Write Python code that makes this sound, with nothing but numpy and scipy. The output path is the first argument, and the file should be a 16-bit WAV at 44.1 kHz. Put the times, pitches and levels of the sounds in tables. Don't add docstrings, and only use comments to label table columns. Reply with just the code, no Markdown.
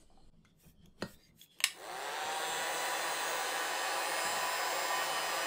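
import sys
import numpy as np
from scipy import signal
from scipy.fft import rfft, irfft, next_fast_len
from scipy.io import wavfile
from scipy.ndimage import uniform_filter1d

SR = 44100
rng = np.random.default_rng(int(sys.argv[2]) if len(sys.argv) > 2 else 0)


def generate_wav(signal):
    frames = np.transpose(np.atleast_2d(signal))
    scaled = np.clip(frames, -1, 1) * 32767
    pcm = np.round(scaled).astype(np.int16)
    wavfile.write(sys.argv[1], SR, pcm)


def undo_db(level):
    steps = np.asarray(level, float) / 20
    return 10 ** steps


N = 241124
STEP = 64
M = next_fast_len(N)
HZ = np.arange(M // 2 + 1) * SR / M
TOP_HZ = 15640
CHANGE_S = .303

FULL_HZ, SPIN_S = 167.06, 1.6419
QUICK_S, SLOW_S, SLOW_SHARE = .2022, .7227, .0669
RAISED_S, LOWER_S, NEAR_S, WORK_S = 2.64, 0.16, 3.1, 4.8
# [f/Hz], [power]
FAN_BANDS_HZ = (900, 3600, 9500)
FAN_POWERS = (2.47, 3, 1.25)
# [f/Hz, level/dB per Hz]
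AIR = [(120, -102), (200, -98), (340, -76.5), (800, -71), (1300, -76.5), (1900, -72), (2400, -84.5),
       (4000, -79), (5500, -89), (7500, -86), (8500, -89), (10500, -100), (13000, -97.5), (15500, -94)]
# [f/Hz, width/Hz, level/dB over the rush]
CASING = [(537.8, 30, 8), (767, 72, 6.5), (1100, 310, 4.5), (2630, 450, 7.5), (3570, 110, 2.5),
          (4050, 49, 2.5), (6060, 110, 12), (6400, 820, -4.5), (5860, 120, 5), (6700, 180, 4.5),
          (6900, 330, -3), (8240, 1100, -0.5), (8900, 200, 3)]
# [f/Hz, width/Hz, level/dB raised, level/dB at the tube]
FACING = [(1170, 500, -2.5, -0.5), (2550, 580, -1.5, 1.5), (3510, 420, 4, -1.5), (5770, 960, -3, -0.5),
          (7050, 1600, -0.5, 2), (10300, 1800, -1.5, 1), (13600, 2400, -3.5, -4)]
# [shaft multiple, level/dB coming near, level/dB at the tube]
BLADES = [(3, -53, -55), (4, -54.5, -49), (5, -48, -50), (6, -46, -45.5), (7, -50, -47.5), (8, -59.5, -59),
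          (9, -50, -51.5), (10, -52, -54.5), (11, -49.5, -48.5), (12, -56, -83), (14, -61.5, -62),
          (15, -56.5, -54.5), (16, -54.5, -56), (17, -89, -62), (19, -58.5, -63.5), (20, -84, -62),
          (21, -57.5, -76), (22, -64, -61), (23, -71, -73), (24, -58.5, -64), (25, -57.5, -58.5)]
# [shaft multiple, level/dB coming near, level/dB at the tube]
BRUSH = [(26, -70, -63), (27, -65, -63), (28, -73, -62), (29, -65, -64), (31, -70, -67), (32, -63, -60),
         (33, -78, -73), (34, -71, -67), (35, -74, -64), (36, -73, -65), (37, -67, -63), (38, -61, -69),
         (39, -65, -61), (40, -61, -64), (41, -73, -69), (42, -65, -64), (43, -71, -69), (46, -68, -70),
         (48, -61, -73), (49, -59, -63), (50, -61, -58), (51, -67, -67), (52, -66, -67), (53, -70, -66),
         (56, -77, -66), (57, -63, -65), (58, -70, -71), (59, -68, -66), (60, -73, -75), (61, -72, -73),
         (62, -75, -71), (63, -68, -75), (64, -74, -72), (65, -72, -71), (66, -74, -67), (67, -74, -69),
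         (68, -73, -73), (69, -76, -77), (70, -78, -75), (71, -80, -75), (72, -78, -80), (73, -79, -70),
         (74, -69, -72), (75, -79, -75), (76, -74, -69), (77, -75, -67), (78, -76, -70), (79, -71, -72),
         (80, -72, -77), (81, -74, -71), (82, -77, -74), (83, -77, -75), (84, -71, -68), (85, -73, -71),
         (86, -67, -64), (87, -69, -70), (88, -67, -68), (89, -66, -71), (90, -64, -64), (91, -69, -65)]
# [shaft multiple, level/dB]
WHINES = [(13, -61.5), (18, -54.5), (30, -64), (44, -64.5), (45, -59.5), (47, -59.5), (50, -70),
          (54, -60.5), (55, -59.5), (92, -60), (93, -60)]
# [f/Hz, level/dB]
WEAK = [(160, -78), (255, -83), (330, -62.5), (2000, -57), (4500, -50), (5600, -63), (6400, -62),
        (7000, -67), (7700, -51), (8600, -61), (9200, -61.5), (10000, -67), (11700, -83), (13000, -81),
        (15500, -64.5)]
# [f/Hz, width/Hz, level/dB]
SHELL = [(2172, 8.6, 10.5), (2998, 14, 4.5), (4720, 210, 10), (5005, 42, 10.5), (7280, 270, 9),
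         (7596, 73, 10.5), (8710, 55, 12.5), (9095, 260, 5.5)]
LEAD_DB = [6, 16, 2, 20, -25, 7, -5, 5, 3, -8, 20, 12, 18, -20, 0, -35]
# [f/Hz, width/Hz, level/dB]
HANDLE = [(385, 130, 8), (590, 110, -6)]

# [t/s, peak level/dB]
SLIDE = (1.6036, -25)
# [t/s, peak level/dB, pitch ratio]
SNAPS = [
    (1.6398, -9.5, 1.02),
    (1.6417, -14, 1.04),
    (1.6452, -22, 0.96),
    (1.661, -38, 0.95),
]
# [t/s, peak level/dB]
KNOCK = [
    (1.0228, -23),
]
# [f/Hz, level/dB, t60/s]
BENCH = [(125, -12, 0.08), (201, -6, 0.17), (341, 2, 0.029), (414, 2, 0.02), (550, 3.5, 0.023),
         (740, 1, 0.0067), (910, -7.5, 0.034), (1400, -1, 0.012), (1876, -9, 0.05), (2600, -8, .015),
         (3040, -12.5, 0.022), (4200, -4, 0.009), (4850, -18, 0.1), (6750, -15.5, 0.02)]
SLIDER = [(600, -12, 0.023), (1150, -14, .01), (1750, -12, .012), (2470, -6, .006), (2900, 0, .009),
          (3350, -1, .007), (4800, -10, .004), (6400, -11, .005), (8500, -14, .005), (11500, -11, .004)]
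SWITCH = [(720, -18, 0.014), (1180, -17.5, 0.019), (1780, -6.5, 0.016), (2100, -2, 0.004),
          (2860, -7, 0.022), (3250, 7, 0.0015), (4200, 9, 0.0012), (5030, -2.5, 0.0069),
          (6470, -3.5, 0.0057), (6770, 3.5, 0.0022), (7720, 0.5, 0.0023), (8930, -3.5, 0.0038),
          (10450, -11, 0.005), (13000, -12, 0.005)]
# [t/s, peak level/dB, ring f/Hz, t60/s, crack
# level/dB]
TICKS = [(0.4492, -52, 1380, 0.01, -3.5), (.4504, -57, 3440, 0.01, -15), (.454, -56.5, 2100, 0.023, -12),
         (.848, -67, 3040, .01, 5), (.858, -50, 3370, 0.0087, 1), (1.011, -47, 2900, 0.0034, -10),
         (1.017, -46, 2900, 0.0044, -8), (1.026, -34, 4970, .008, -1), (1.0282, -45, 1180, .02, -9),
         (1.146, -53, 3600, 0.017, -12), (1.414, -41, 3370, 0.024, -20), (1.46, -61, 2550, .03, -14),
         (1.545, -60, 3400, .03, -2), (1.588, -46, 3270, 0.0072, 6)]
# [t/s, peak level/dB, ring f/Hz, t60/s]
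TAPS = [
    (.1015, -57, 700, .07),
    (.1135, -57, 720, .05),
    (.126, -64, 800, .06),
    (.1745, -55, 770, .07),
    (.203, -65, 820, .06),
    (.337, -66, 615, .09),
]
ROOM_T60_S, ROOM_DB, ROOM_LOW_HZ, ROOM_TOP_HZ = 0.24, -9, 350, 12000

STROKE_RISE_S, STROKE_FALL_S = 0.017, 0.017
# [f/Hz, level/dB per Hz]
RUSTLE = [(880, -53), (1500, -10), (1760, -2), (2500, -3), (2790, -0.5), (3530, -1.5), (4940, -2.5),
          (6140, -10.5), (7770, -5), (15800, -18)]
# [start t/s, hold/s, level/dB, upper and top band level/dB relative to it]
STROKES = [
    (-.01, 0.036, -75, 7.5, -30),
    (.05, .24, -83, 2.5, -23),
    (.46, 0.043, -82, -2, -12),
    (0.603, 0.1, -77, 9, 12),
    (.83, 0.024, -77, -6, -19),
    (1.002, 0.066, -67, -3, -6),
    (1.08, 0.061, -67, 4.5, 8),
    (1.19, .1, -74.5, -1, -1),
    (1.395, 0.044, -67, 5, 10),
    (1.52, 0.07, -71.5, -2.5, -3),
]
# [level/dB, upper and top band level/dB relative to it]
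RUSTLE_FLOOR = (-88, -2.5, -14)
# [f/Hz, width/Hz, level/dB before the change, level/dB after]
DRAG = [(3200, 250, 6, 3), (4250, 400, 8, 1.5), (5600, 300, -4, 5), (6500, 300, 6, 4),
        (7840, 370, 9.5, -0.5), (8600, 300, 3, 3), (10200, 300, -4, 3)]
# [start t/s, hold/s, level/dB]
RUBS = [
    (0, 0.036, -69.5),
    (0.106, 0.2, -73.5),
    (0.646, 0.027, -68),
    (0.853, 0.016, -68.5),
    (0.985, 0.058, -67),
    (1.174, .04, -73),
    (1.305, 0.041, -78),
    (1.57, 0.18, -70),
]
RUB_FLOOR_DB = -78.5
# [start t/s, hold/s, f/Hz, level/dB]
SCUFFS = [
    (.16, .1, 4200, -80),
    (.46, .05, 3450, -78),
    (.63, .07, 5700, -78),
    (.64, .05, 2500, -79),
    (.78, .06, 3200, -79),
    (1.16, .09, 3900, -75),
    (1.19, .07, 4800, -74),
    (1.21, .1, 2100, -75),
    (1.22, .06, 6500, -78),
    (1.51, .05, 3350, -73),
]

# [f/Hz, level/dB per Hz]
RUMBLE = [(12, -51), (17, -18), (27, -35.5), (43, -31), (64, -39), (80, -20), (102, -2.5), (130, -11.5),
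          (150, -0.5), (166, -4), (216, -3), (270, -14)]
# [start t/s, hold/s, deep level/dB, low level/dB]
NUDGES = [(0.03, 0.28, -63, -84), (0.664, 0.033, -58, -62.5), (0.79, 0.11, -62.5, -64),
          (1.031, 0.029, -64, -44.5), (1.14, 0.027, -55, -67), (1.286, 0.075, -69, -67),
          (2.252, 0.034, -84, -58), (2.496, 0.13, -72, -60), (3.2, 0.059, -101, -79),
          (3.944, 0.055, -84, -76), (4.244, 0.2, -75, -60.5), (5.062, 0.24, -81, -65)]
NUDGE_RISE_S, NUDGE_FALL_S = 0.013, 0.017
RESTING_DB, LIFTED_DB, LIFT_S = (-69.5, -73), (-79.5, -72.5), 1.4
HUM_HZ, HUM_DB = (156, 171), -72


def on_log(hz, table):
    f, db = np.transpose(table)
    return np.interp(np.log(np.maximum(hz, 1)), np.log(f), db)


def peak(hz, centre, width):
    return 1 / (1 + ((hz - centre) / (width / 2)) ** 2)


def bands(db, edges):
    noise = rfft(rng.standard_normal(M)) * undo_db(db) * np.sqrt(SR / 2)
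    for lo, hi in zip(edges, edges[1:]):
        yield np.sqrt(lo * hi), irfft(noise * (HZ >= lo) * (HZ < hi), M)[:N]


def colour(table, lo_hz, hi_hz):
    x = next(bands(on_log(HZ, table), (lo_hz, hi_hz)))[1]
    return x / x.std()


def slow_time():
    return np.arange(N // STEP + 2) * STEP / SR


def walk(rate):
    k = int(SR / STEP / rate)
    x = rng.standard_normal(N // STEP + 2)
    for _ in range(2):
        x = uniform_filter1d(x, k, mode="wrap")
    return x / x.std()


def fill(slow):
    return np.interp(np.arange(N), np.arange(len(slow)) * STEP, slow)


def swells(rows, rise_s, fall_s):
    t = slow_time()
    start, hold = np.transpose(rows)[:2, :, None]
    return np.exp(np.minimum(t - start, 0) / rise_s - np.maximum(t - start - hold, 0) / fall_s)


def heap(shapes, db, floor_db):
    power = np.sum((shapes * undo_db(db)[:, None]) ** 2, axis=0)
    return fill(np.sqrt(power + undo_db(floor_db) ** 2))


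def ring(modes, crack_db, crack_s, crack_hz, blow=4, top_hz=15000):
    t = np.arange(SR // 3) / SR
    burst = rng.standard_normal(len(t)) * np.exp(-t / crack_s)
    burst[0] += blow
    body = np.zeros(len(t))
    for k, (hz, db, t60) in enumerate(modes):
        sense = (-1) ** k
        body += sense * undo_db(db) * np.sin(2 * np.pi * hz * t) * np.exp(-np.log(1000) * t / t60)
    body = signal.fftconvolve(body, burst)[:len(t)]
    crack = signal.lfilter(*signal.butter(2, (crack_hz, top_hz), "band", fs=SR), burst)
    x = body / abs(body).max() + undo_db(crack_db) * crack / abs(crack).max()
    return x / abs(x).max()


def add(out, s, x):
    i = int(s * SR)
    out[i:i + len(x)] += x[:N - i]


def heat_gun():
    t = slow_time()
    run = np.maximum(t - SPIN_S, 0)
    speed = 1.001 - (1 - SLOW_SHARE) * np.exp(-run / QUICK_S) - SLOW_SHARE * np.exp(-run / SLOW_S)
    full = FULL_HZ / 1.001
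    shaft = full * speed * (1 + .0007 * walk(3))
    angle = 2 * np.pi * np.cumsum(fill(shaft)) / SR
    raised = np.clip(1 - (t - RAISED_S) / LOWER_S, 0, 1)
    working = np.clip((t - NEAR_S) / (WORK_S - NEAR_S), -.2, 1)
    return air_rush(speed, angle, raised, working) + motor_whine(speed, shaft, full, angle, working)


def fan_swell(hz, speed):
    return 20 * np.log10(speed) * np.interp(np.log(hz), np.log(FAN_BANDS_HZ), FAN_POWERS)


def casing_lift(hz):
    return sum(db * peak(hz, f, w) for f, w, db in CASING)


def air_rush(speed, angle, raised, working):
    out, edges = np.zeros(N), 80 * 2 ** np.arange(0, 7.8, 1 / 8)
    at_tube = np.maximum(working, 0)
    for hz, band in bands(on_log(HZ, AIR) + casing_lift(HZ), edges):
        chop = 1 + 0.6 * min(hz / 8000, 1) * np.cos(angle)
        turn = sum((raised * a + at_tube * b) * peak(hz, f, w) for f, w, a, b in FACING)
        drift = (1.0 + 1.5 * (hz > 8500)) * walk(3.5) + 0.04 * walk(36)
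        out += band * chop * fill(undo_db(fan_swell(hz, speed) + turn + drift))
    return out


def motor_whine(speed, shaft, full, angle, working):
    strong = {round(k): near + (work - near) * working for k, near, work in list(BLADES) + list(BRUSH)}
    whines = {round(k): db for k, db in WHINES}
    out = np.zeros(N)
    for k in range(1, 130):
        hz, full_hz, blade = k * shaft, k * full, k < 26
        scatter, phase = rng.standard_normal(), 2 * np.pi * rng.random()
        if k in whines:
            db = whines[k] + sum(lift * peak(hz, f, w) for f, w, lift in SHELL)
            db = db + 2.2 * walk(9) + 1.6 * walk(2.5) - .5
        else:
            db = strong.get(k, on_log(full_hz, WEAK) + 1.6 * scatter)
            db = db + (1.2 if blade else 3) * walk(2.9) - (2.1 if blade else .3)
            db = db + (3.8 * speed ** 7 if blade else 2.2) * walk(30)
        db = db + fan_swell(hz, speed) + on_log(hz, WEAK) - on_log(full_hz, WEAK)
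        if 3 <= k < 19:
            lead = LEAD_DB[k - 3]
        else:
            lead = -30 if k > 50 else np.interp(k, (18, 26), (-10, -55))
        db = db + (1 - speed) * lead
        if 6 <= k < 13:
            db = db - 70 * np.maximum(.6 - speed, 0)
        elif k > 50:
            db = db - np.clip(260 * (.955 - speed), 0, 10)
        if 3 <= k < 6:
            db = db + sum(lift * (peak(hz, f, w) - peak(full_hz, f, w)) for f, w, lift in HANDLE)
        if k < 12:
            db = db + .7 * (casing_lift(hz) - casing_lift(full_hz))
        gain = np.sqrt(2) * undo_db(db) * (hz < TOP_HZ)
        if k < 18:
            shake = 1.35 * speed ** 7
        else:
            shake = .85 if k == 18 else .4 + k / 600
        out += fill(gain) * np.sin(k * angle + phase + fill(shake * walk(35)))
    return out


def switch():
    out, cut = np.zeros(N), signal.butter(2, 750, "high", fs=SR)
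    slide = ring(SLIDER, -6, .0025, 1500, blow=9)
    add(out, SLIDE[0], undo_db(SLIDE[1]) * signal.lfilter(*cut, slide))
    for s, db, pitch in SNAPS:
        snap = ring(np.array(SWITCH) * (pitch, 1, 1), 0, 0.0035, 1530, blow=11, top_hz=13500)
        add(out, s, undo_db(db) * signal.lfilter(*cut, snap))
    return out


def bench_knock():
    out, cut = np.zeros(N), signal.butter(2, 110, "high", fs=SR)
    for s, db in KNOCK:
        add(out, s, -undo_db(db) * signal.lfilter(*cut, ring(BENCH, -24, .0006, 500, blow=12)))
    return out


def ticks_and_taps():
    out = np.zeros(N)
    for s, db, hz, t60, crack_db in TICKS:
        modes = [(hz, 0, t60), (1.6 * hz, -6, 0.23 * t60), (2.01 * hz, -8, .6 * t60), (2.95 * hz, -12, .5 * t60)]
        add(out, s, undo_db(db) * ring(modes, crack_db, 0.002, 1400, 4, 3.2 * hz + 4000))
    for s, db, hz, t60 in TAPS:
        modes = [(hz, 0, t60), (1.7 * hz, -16, .4 * t60)]
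        add(out, s, undo_db(db) * ring(modes, -30, 0.002, 1400, 12))
    return out


def room(hits):
    t = np.arange(SR // 2) / SR
    tail = rng.standard_normal(len(t)) * np.exp(-np.log(1000) * t / ROOM_T60_S) * np.clip(t / 0.00032, 0, 1)
    tail = signal.lfilter(*signal.butter(1, (ROOM_LOW_HZ, ROOM_TOP_HZ), "band", fs=SR), tail)
    tail = tail / np.sqrt(np.sum(tail ** 2))
    return hits + undo_db(ROOM_DB) * signal.fftconvolve(hits, tail)[:N]


def rustle():
    t = np.arange(N) / SR
    out, strokes = np.zeros(N), swells(STROKES, STROKE_RISE_S, STROKE_FALL_S)
    for hz, band in bands(on_log(HZ, RUSTLE), np.arange(1500, 16000, 200)):
        bright = np.clip((hz - 4500) / 3000, 0, 1)
        sheen = np.clip((hz - 11800) / 900, 0, 1)

        def tilt(level, upper, top):
            return level - 33 + bright * upper + sheen * (top - upper + 6)

        before, after = (undo_db(sum(row[col] * peak(hz, row[0], row[1]) for row in DRAG) - 2.0) for col in (2, 3))
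        envelope = heap(strokes, tilt(*np.transpose(STROKES)[2:]), tilt(*RUSTLE_FLOOR))
        patches = fill(undo_db(2.8 * walk(4.0) + 2.0 * walk(40)))
        out += band * np.where(t < CHANGE_S, before, after) * envelope * patches
    return out


def mat_rub():
    shapes = swells(RUBS, STROKE_RISE_S, STROKE_FALL_S)
    friction = colour([(250, 4.5), (600, -6.5), (1500, -17.5)], 270, 1600)
    return friction * heap(shapes, np.transpose(RUBS)[2], RUB_FLOOR_DB)


def scuffs():
    out = np.zeros(N)
    for shape, (_, _, hz, db) in zip(swells(SCUFFS, STROKE_RISE_S, STROKE_FALL_S), SCUFFS):
        squeak = colour([(hz - 250, -12), (hz, 0), (hz + 250, -12)], hz - 250, hz + 250)
        out += squeak * undo_db(db) * fill(shape * undo_db(2.5 * walk(40)))
    return out


def bench_rumble():
    out, nudges = np.zeros(N), swells(NUDGES, NUDGE_RISE_S, NUDGE_FALL_S)
    lifted = slow_time() > LIFT_S
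    for edge, db, rest, lift in zip(((12, 74), (72, 260)), np.transpose(NUDGES)[2:], RESTING_DB, LIFTED_DB):
        floor_db = np.where(lifted, lift, rest) + 2.7 * walk(3.9)
        out += colour(RUMBLE, *edge) * heap(nudges, db, floor_db)
    return out


def far_hum():
    on = np.arange(N) / SR > CHANGE_S
    return colour(RUMBLE, *HUM_HZ) * undo_db(HUM_DB) * on * fill(undo_db(1.0 * walk(12.0)))


def scene():
    t = np.arange(N) / SR
    hits = room(switch() + bench_knock() + ticks_and_taps())
    handling = np.clip((SNAPS[0][0] + 0.25 - t) / 0.099, 0, 1)
    dip = np.clip(abs(t - CHANGE_S) / 0.033 * (1 + 9 * (t < CHANGE_S)), 0, 1)
    bed = (rustle() + mat_rub()) * handling + bench_rumble() + far_hum()
    return np.tile(heat_gun() + hits + scuffs() + bed * dip, (2, 1))


def roll_off(x):
    return signal.sosfilt(signal.butter(12, 16860, fs=SR, output="sos"), x)


def record(dry):
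    top_cut = signal.ellip(10, .3, 45, TOP_HZ, fs=SR, output="sos")
    mix = signal.sosfilt(top_cut, dry)
    return roll_off(mix)


dry = scene()
out = record(dry)
generate_wav(out)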